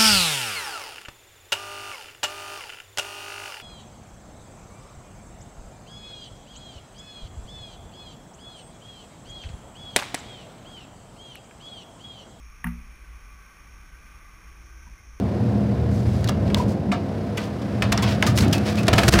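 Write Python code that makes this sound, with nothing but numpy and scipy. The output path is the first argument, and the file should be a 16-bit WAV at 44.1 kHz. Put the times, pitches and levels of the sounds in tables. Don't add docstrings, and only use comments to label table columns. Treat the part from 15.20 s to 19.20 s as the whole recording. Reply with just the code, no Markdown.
import sys
import numpy as np
from scipy import signal
from scipy.fft import rfft, irfft
from scipy.io import wavfile
from scipy.ndimage import uniform_filter1d

SR = 44100
rng = np.random.default_rng(int(sys.argv[2]) if len(sys.argv) > 2 else 0)


def file_out(sig):
    cols = np.atleast_2d(sig).T
    lim = np.clip(cols, -1, 1)
    pcm = np.round(lim * 32767).astype(np.int16)
    wavfile.write(sys.argv[1], SR, pcm)


N = 176400

# (time [s], contact [s], cut [dB], splinter snap [dB], thud [dB], hollow ring [dB])
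CHOPS = [(3.6802, 0.0027, -16, -23, -24, -17), (3.729, 0.0088, -15, -26.5, -20, -23),
         (3.779, 0.013, -12, -38, -24, -19.5), (3.832, 0.0045, -19, -29, -23, -29),
         (3.879, 0.011, -18, -15.5, -10.5, -19), (3.9362, 0.0028, -15.5, -25.5, -9, -23.5),
         (3.9879, 0.0043, -15, -24, -21, -36)]
# (frequency [Hz], level [dB])
CUT_TONE = [(100, 8.5), (350, -2), (660, 4.5), (900, 3), (1500, 4.5), (2800, 0.5), (4800, -4.5),
            (7000, -14.5), (15000, -24.5)]
# (frequency [Hz], level [dB], ring time [s])
BODY_NOTES = [(63.3, 2, 0.2), (124, 1.5, 0.088), (195.4, -1.5, 0.33), (338, -1.5, 0.26)]
# (time [s], contact [s], pitch [Hz], wood [dB], splinter snap [dB], hopper ring [dB])
KNOCKS = [(1.0435, 0.0011, 5000, -45, -35.5, -34.5), (1.075, 0.002, 4200, -36.5, -39, -37),
          (1.087, 0.0025, 3500, -33, -35, -38), (1.0916, 0.003, 1000, -25.5, -29, -30.5),
          (1.3, 0.0035, 2320, -39, -49, -37), (1.3456, 0.00076, 3730, -22.5, -28, -29.5),
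          (1.7167, 0.0032, 2300, -28, -53, -23), (2.172, 0.0076, 2360, -27.5, -32, -28),
          (2.417, .004, 3820, -50, -52, -41), (2.622, 0.0034, 2660, -21.5, -31.5, -21),
          (2.721, 0.0012, 1894, -25.5, -30.5, -38), (2.7242, 0.004, 2970, -26, -22, -21.5),
          (2.776, 0.0015, 5600, -26.5, -33, -23), (2.824, 0.0094, 2660, -31, -26.5, -22),
          (3.0251, 0.0018, 2300, -16.5, -27.5, -20), (3.066, 0.0084, 1950, -29, -24, -22),
          (3.175, 0.0048, 3130, -48, -23.5, -26), (3.185, 0.0043, 4250, -44, -23.5, -29),
          (3.207, 0.0034, 4540, -30, -32, -38), (3.222, 0.0038, 4700, -50, -34, -23),
          (3.327, 0.0043, 5570, -27.5, -25.5, -30), (3.33, 0.0058, 3440, -25, -25.5, -28),
          (3.668, .003, 4130, -42, -38, -35), (3.9556, 0.0015, 1570, -23.5, -38, -39)]
# (multiple of the pitch [ratio], level [dB], ring time [s])
PLANK_NOTES = [(.65, -5, .005), (.84, 2, 0.005), (1, 7, 0.0029), (1.14, 1.5, 0.0047), (1.42, -11.5, 0.0034)]
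# (frequency [Hz], level [dB])
SNAP_TONE = [(300, -20), (1200, 12), (3000, 15.5), (6000, 13.5), (9000, 6), (12000, 3), (16000, -3)]
# (frequency [Hz], level [dB], ring time [s])
HOPPER_NOTES = [(631, 16.5, 0.17), (929, 12, 0.31), (1070, 13, 0.13), (1207, 9, 0.19), (1470, -2, 0.37),
                (2160, 6, 0.16), (2570, 5, 0.33), (2840, 2, 0.15)]
# (frequency [Hz], level [dB])
CLANG_TONE = [(150, -23), (350, 1), (660, 0.5), (1000, 0.5), (2500, -5), (5000, -10.5), (8000, -18.5),
              (15000, -36)]
# (time [s], length [s], rasp [dB], hiss [dB])
SCRAPES = [(0.7, 0.19, -54, -52), (0.85, 0.32, -49.5, -53), (1.255, 0.056, -44, -56),
           (1.357, 0.1, -40.5, -44.5), (1.47, 0.084, -50, -47.5), (2.182, 0.12, -41.5, -49.5),
           (2.83, 0.046, -34, -48), (2.859, 0.12, -30.5, -43.5), (3.05, 0.083, -35, -38),
           (3.151, 0.12, -46, -34.5), (3.323, 0.06, -33.5, -37), (3.447, .1, -30.5, -39.5),
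           (3.561, 0.063, -32.5, -39.5), (3.745, 0.47, -40, -39.5), (3.905, 0.063, -27, -29.5)]
# (frequency [Hz], level [dB])
RASP_TONE = [(400, 6), (1000, 5.5), (2600, 6.5), (5200, 2), (7500, -13), (15000, -82)]
# (frequency [Hz], level [dB])
HISS_TONE = [(1500, -38), (4500, 5), (8000, -1), (12000, -8), (16000, -12)]
# (time [s], pitch [Hz], level [dB], ring time [s])
PANEL_BUMPS = [(1.359, 990, -31, .08), (1.3958, 997, -23, 0.11), (1.689, 202, -16, 0.062),
               (1.721, 721, -24, 0.21), (1.721, 1172, -27, .12), (3.34, 2610, -30, .25),
               (3.58, 2570, -28, 0.14)]
# (multiple of the pitch [ratio], level [dB])
PANEL_NOTES = [(0.939, -3), (0.999, 2), (1.05, -7)]
# (time [s], level [dB])
SPLINTERS = [(1.383, -42), (3.281, -37.5), (3.312, -46), (3.381, -35), (3.556, -39.5), (3.632, -36.5)]
# (multiple of ENGINE_HZ [ratio], level [dB])
ENGINE_OVERTONES = [(3, -1.5), (5, -10), (6, 3), (8, -8), (10, -9), (14, -11.5), (20, -20)]
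# (multiple of DRUM_HZ [ratio], level [dB])
DRUM_OVERTONES = [(2, -13.5), (3, -7.5), (5, -14)]
# (time [s], engine [dB], drum [dB])
DRONE_LEVELS = [(0, -32, -30.5), (.3, -24, -24.5), (1.0, -33, -23.5), (1.4, -26, -33), (1.7, -30.5, -46),
                (2.0, -31, -61), (2.45, -30, -29), (2.8, -26.5, -24.5), (3.25, -20.5, -27),
                (3.55, -25, -31), (4, -30, -39)]
# (frequency [Hz], level [dB])
RUMBLE_TONE = [(25, -33.5), (45, -25.5), (64, -4), (105, 2.5), (145, -4), (215, -5.5), (300, -11.5),
               (420, -13.5), (660, -14.5), (900, -24.5), (1500, -26.5), (3200, -37), (5200, -39.5),
               (7000, -48), (10000, -51), (15000, -60)]
# (time [s], bass [dB], low middle [dB], middle [dB], treble [dB])
RUMBLE_LEVELS = [(0, -25.5, -25, -32.5, -46.5), (.3, -34, -29, -33.5, -45), (.7, -25, -27.5, -35, -46),
                 (1.1, -22.5, -27, -35, -46), (1.42, -20.5, -25.5, -30, -44.5),
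                 (1.62, -34, -27, -35.5, -48.5), (1.9, -31, -30.5, -35, -46),
                 (2.4, -35.5, -31.5, -36, -44.5), (2.65, -25, -30, -34, -42.5),
                 (3.0, -25, -28.5, -35, -39.5), (3.28, -20, -20.5, -32, -39.5),
                 (3.55, -29.5, -29.5, -37.5, -38), (3.75, -21.5, -24.5, -28, -37),
                 (4, -16.5, -25, -27.5, -25.5)]
BAND_BORDERS_HZ = [142, 400, 1090]
# (frequency [Hz], level [dB])
GUST_TONE = [(15, -13), (35, 8), (70, 9), (200, -33), (800, -46)]

ENGINE_HZ, DRUM_HZ = 34.35, 39.1
AIR_HZ, AIR_RING_S = 686, 0.052
HIT_SAMPLES = 16000


def chops(attack_s=0.0016, release_s=0.0038, walls_db=-6, thud_lag_s=0.003):
    out = np.zeros(N)
    thud = level_hit(ring(signal.unit_impulse(HIT_SAMPLES), BODY_NOTES))
    bite = np.minimum(np.arange(HIT_SAMPLES) / SR / attack_s, 1)
    for start, length, cut_db, snap_db, thud_db, hollow_db in CHOPS:
        force = bite * hit_force(length, release_s)
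        tearing = bite * hit_force(length, release_s)
        cut = level_hit(colour(force, CUT_TONE)) + gain(walls_db) * hopper_walls(force)
        hollow = level_hit(ring(force, [(AIR_HZ, 0, AIR_RING_S)]))
        add(out, start, gain(cut_db) * cut + gain(snap_db) * snap(tearing) + gain(hollow_db) * hollow)
        add(out, start + thud_lag_s, gain(thud_db) * thud)
    return out


def knocks():
    out = np.zeros(N)
    for start, length, hz, wood_db, snap_db, steel_db in KNOCKS:
        force = hit_force(length, release_s=0.75 * length)
        wood = gain(wood_db) * level_hit(ring(force, PLANK_NOTES, hz))
        add(out, start, wood + gain(snap_db) * snap(force) + gain(steel_db) * hopper_walls(force))
    return out


def hit_force(length_s, release_s, touch_db=12, smooth_hz=500):
    t = np.arange(HIT_SAMPLES) / SR
    crush = crackle(HIT_SAMPLES, grit=0.73) * np.exp(-np.maximum(t - length_s, 0) / release_s)
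    force = crush + gain(touch_db) * signal.unit_impulse(HIT_SAMPLES)
    power = uniform_filter1d(np.abs(rfft(force)) ** 2, int(smooth_hz * HIT_SAMPLES / SR))
    hz = np.arange(len(power)) * SR / HIT_SAMPLES + 1
    return colour(force, np.c_[hz, -10 * np.log10(power)])


def snap(force):
    return level_hit(colour(force, SNAP_TONE))


def hopper_walls(force, ring_s=0.23, notes_db=-8.5, dull_hz=5000):
    t = np.arange(len(force)) / SR
    fade = np.exp(-np.log(1000) * t / ring_s)
    noise = rng.standard_normal(len(t))
    low = signal.sosfilt(signal.butter(2, dull_hz, fs=SR, output="sos"), noise)
    tail = low * fade + (noise - low) * fade ** 2
    clang = colour(signal.fftconvolve(force, tail)[:len(t)], CLANG_TONE)
    return level_hit(clang) + gain(notes_db) * level_hit(ring(force, HOPPER_NOTES))


def scrapes(grit=1.45, judder_db=-0.5, ring_db=-11, rise_s=0.019, fall_share=0.54):
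    t, out = np.arange(N) / SR, np.zeros(N)
    friction = crackle(N, grit) * gain(judder_db * drift(150))
    rasp = level(colour(friction, RASP_TONE))
    rasp = level(rasp + gain(ring_db) * level(ring(rasp, HOPPER_NOTES)))
    hiss = level(colour(crackle(N, grit), HISS_TONE))
    for start, length, rasp_db, hiss_db in SCRAPES:
        progress = (t - start) / length
        push = np.clip(np.minimum((t - start) / rise_s, (1 - progress) / fall_share), 0, 1)
        out += push * (gain(rasp_db) * rasp + gain(hiss_db) * hiss)
    return out


def panels(contact_s=0.0012):
    out = np.zeros(N)
    for start, hz, db, ring_s in PANEL_BUMPS:
        notes = [(ratio, note_db, ring_s) for ratio, note_db in PANEL_NOTES]
        add(out, start, gain(db) * level_hit(ring(hit_force(contact_s, contact_s), notes, hz)))
    return out


def splinters(contact_s=0.0025):
    out = np.zeros(N)
    for start, db in SPLINTERS:
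        add(out, start, gain(db) * snap(hit_force(contact_s, contact_s)))
    return out


def drone(hz, overtones, speed_waver=0.00772, waver_db=3):
    phase = 2 * np.pi * np.cumsum(hz * (1 + speed_waver * drift(7))) / SR
    out = np.zeros(N)
    for multiple, db in overtones:
        strength = gain(db + waver_db * drift(13))
        out += strength * np.sin(multiple * phase + 0.5 * drift(12) + 2 * np.pi * rng.random())
    return level(out)


def engine_and_drum():
    engine = gain_curve(DRONE_LEVELS, column=1) * drone(ENGINE_HZ, ENGINE_OVERTONES)
    drum = gain_curve(DRONE_LEVELS, column=2) * drone(DRUM_HZ, DRUM_OVERTONES)
    return engine + drum


def rumble(throb_depth=0.13, speed_waver=0.036):
    firing = np.sin(2 * np.pi * np.cumsum(ENGINE_HZ * (1 + speed_waver * drift(7.86))) / SR)
    spectrum = rfft(colour(rng.standard_normal(N) * (1 + throb_depth * firing), RUMBLE_TONE))
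    band = np.searchsorted(BAND_BORDERS_HZ, np.arange(len(spectrum)) * SR / N)
    out = np.zeros(N)
    for k in range(len(BAND_BORDERS_HZ) + 1):
        out += gain_curve(RUMBLE_LEVELS, column=k + 1) * level(irfft(spectrum * (band == k), N))
    return out


def gust(db=-29, start_s=3.85, rise_s=0.033):
    return gain(db) * level(colour(rng.standard_normal(N), GUST_TONE)) * fade_in(start_s, rise_s)


def hopper_air(db=-36.5, start_s=2.55, rise_s=0.1):
    hollow = level(ring(rng.standard_normal(N), [(AIR_HZ, 0, AIR_RING_S)]))
    return gain(db) * fade_in(start_s, rise_s) * hollow


def crackle(size, grit):
    noise, strength = rng.standard_normal((2, size))
    return level(noise * np.exp(grit * np.minimum(strength, 2)))


def ring(x, notes, pitch=1):
    out = 0
    for k, (hz, db, ring_s) in enumerate(notes):
        pole = np.exp((2j * np.pi * hz * pitch - np.log(1000) / ring_s) / SR)
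        out = out + (-1) ** k * gain(db) * signal.lfilter([1], [1, -pole], x).imag
    return out


def colour(x, tone, size=8192):
    hz, db = np.array(tone).T
    gain_db = np.interp(np.log(np.arange(size // 2 + 1) * SR / size + 1), np.log(hz), db)
    cepstrum = irfft(np.log(gain(gain_db)))
    cepstrum[1:size // 2] *= 2
    cepstrum[size // 2 + 1:] = 0
    return signal.fftconvolve(x, irfft(np.exp(rfft(cepstrum))))[:len(x)]


def drift(rate_hz):
    hold = int(SR / rate_hz)
    steps = np.repeat(rng.standard_normal(4000)[:N // hold + 1], hold)
    return 1.3 * uniform_filter1d(uniform_filter1d(steps, hold), hold)[:N]


def gain(db):
    return 10 ** (np.asarray(db) / 20)


def gain_curve(table, column):
    rows = np.array(table)
    return gain(np.interp(np.arange(N) / SR, rows[:, 0], rows[:, column]))


def fade_in(start_s, rise_s):
    return np.clip((np.arange(N) / SR - start_s) / rise_s, 0, 1)


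def level(x):
    return x / np.sqrt(np.mean(x ** 2) + 1e-20)


def level_hit(x):
    return x / np.sqrt(np.sum(x ** 2) * 100 / SR + 1e-20)


def add(out, start_s, x):
    i = int(start_s * SR)
    out[i:i + len(x)] += x[:max(N - i, 0)]


def scene():
    machine = engine_and_drum() + rumble() + hopper_air()
    return (machine + knocks() + panels() + chops() + scrapes() + splinters() + gust())[None]


def record(dry, low_cut_hz=37, dip_at_s=3.897, dip_length_s=0.027, dip_db=-8.5, ceiling=0.72, top_hz=16000):
    x = signal.sosfilt(signal.butter(3, low_cut_hz, "high", fs=SR, output="sos"), dry)
    since = np.arange(N) / SR - dip_at_s
    in_dip = 1.0 * ((since > 0) & (since < dip_length_s))
    x = x * gain(dip_db * uniform_filter1d(in_dip, size=160))
    x = x / (1 + (x / ceiling) ** 6) ** (1 / 6)
    return signal.sosfilt(signal.ellip(10, .2, 80, top_hz, fs=SR, output="sos"), x)


dry = scene()
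out = record(dry)
file_out(out)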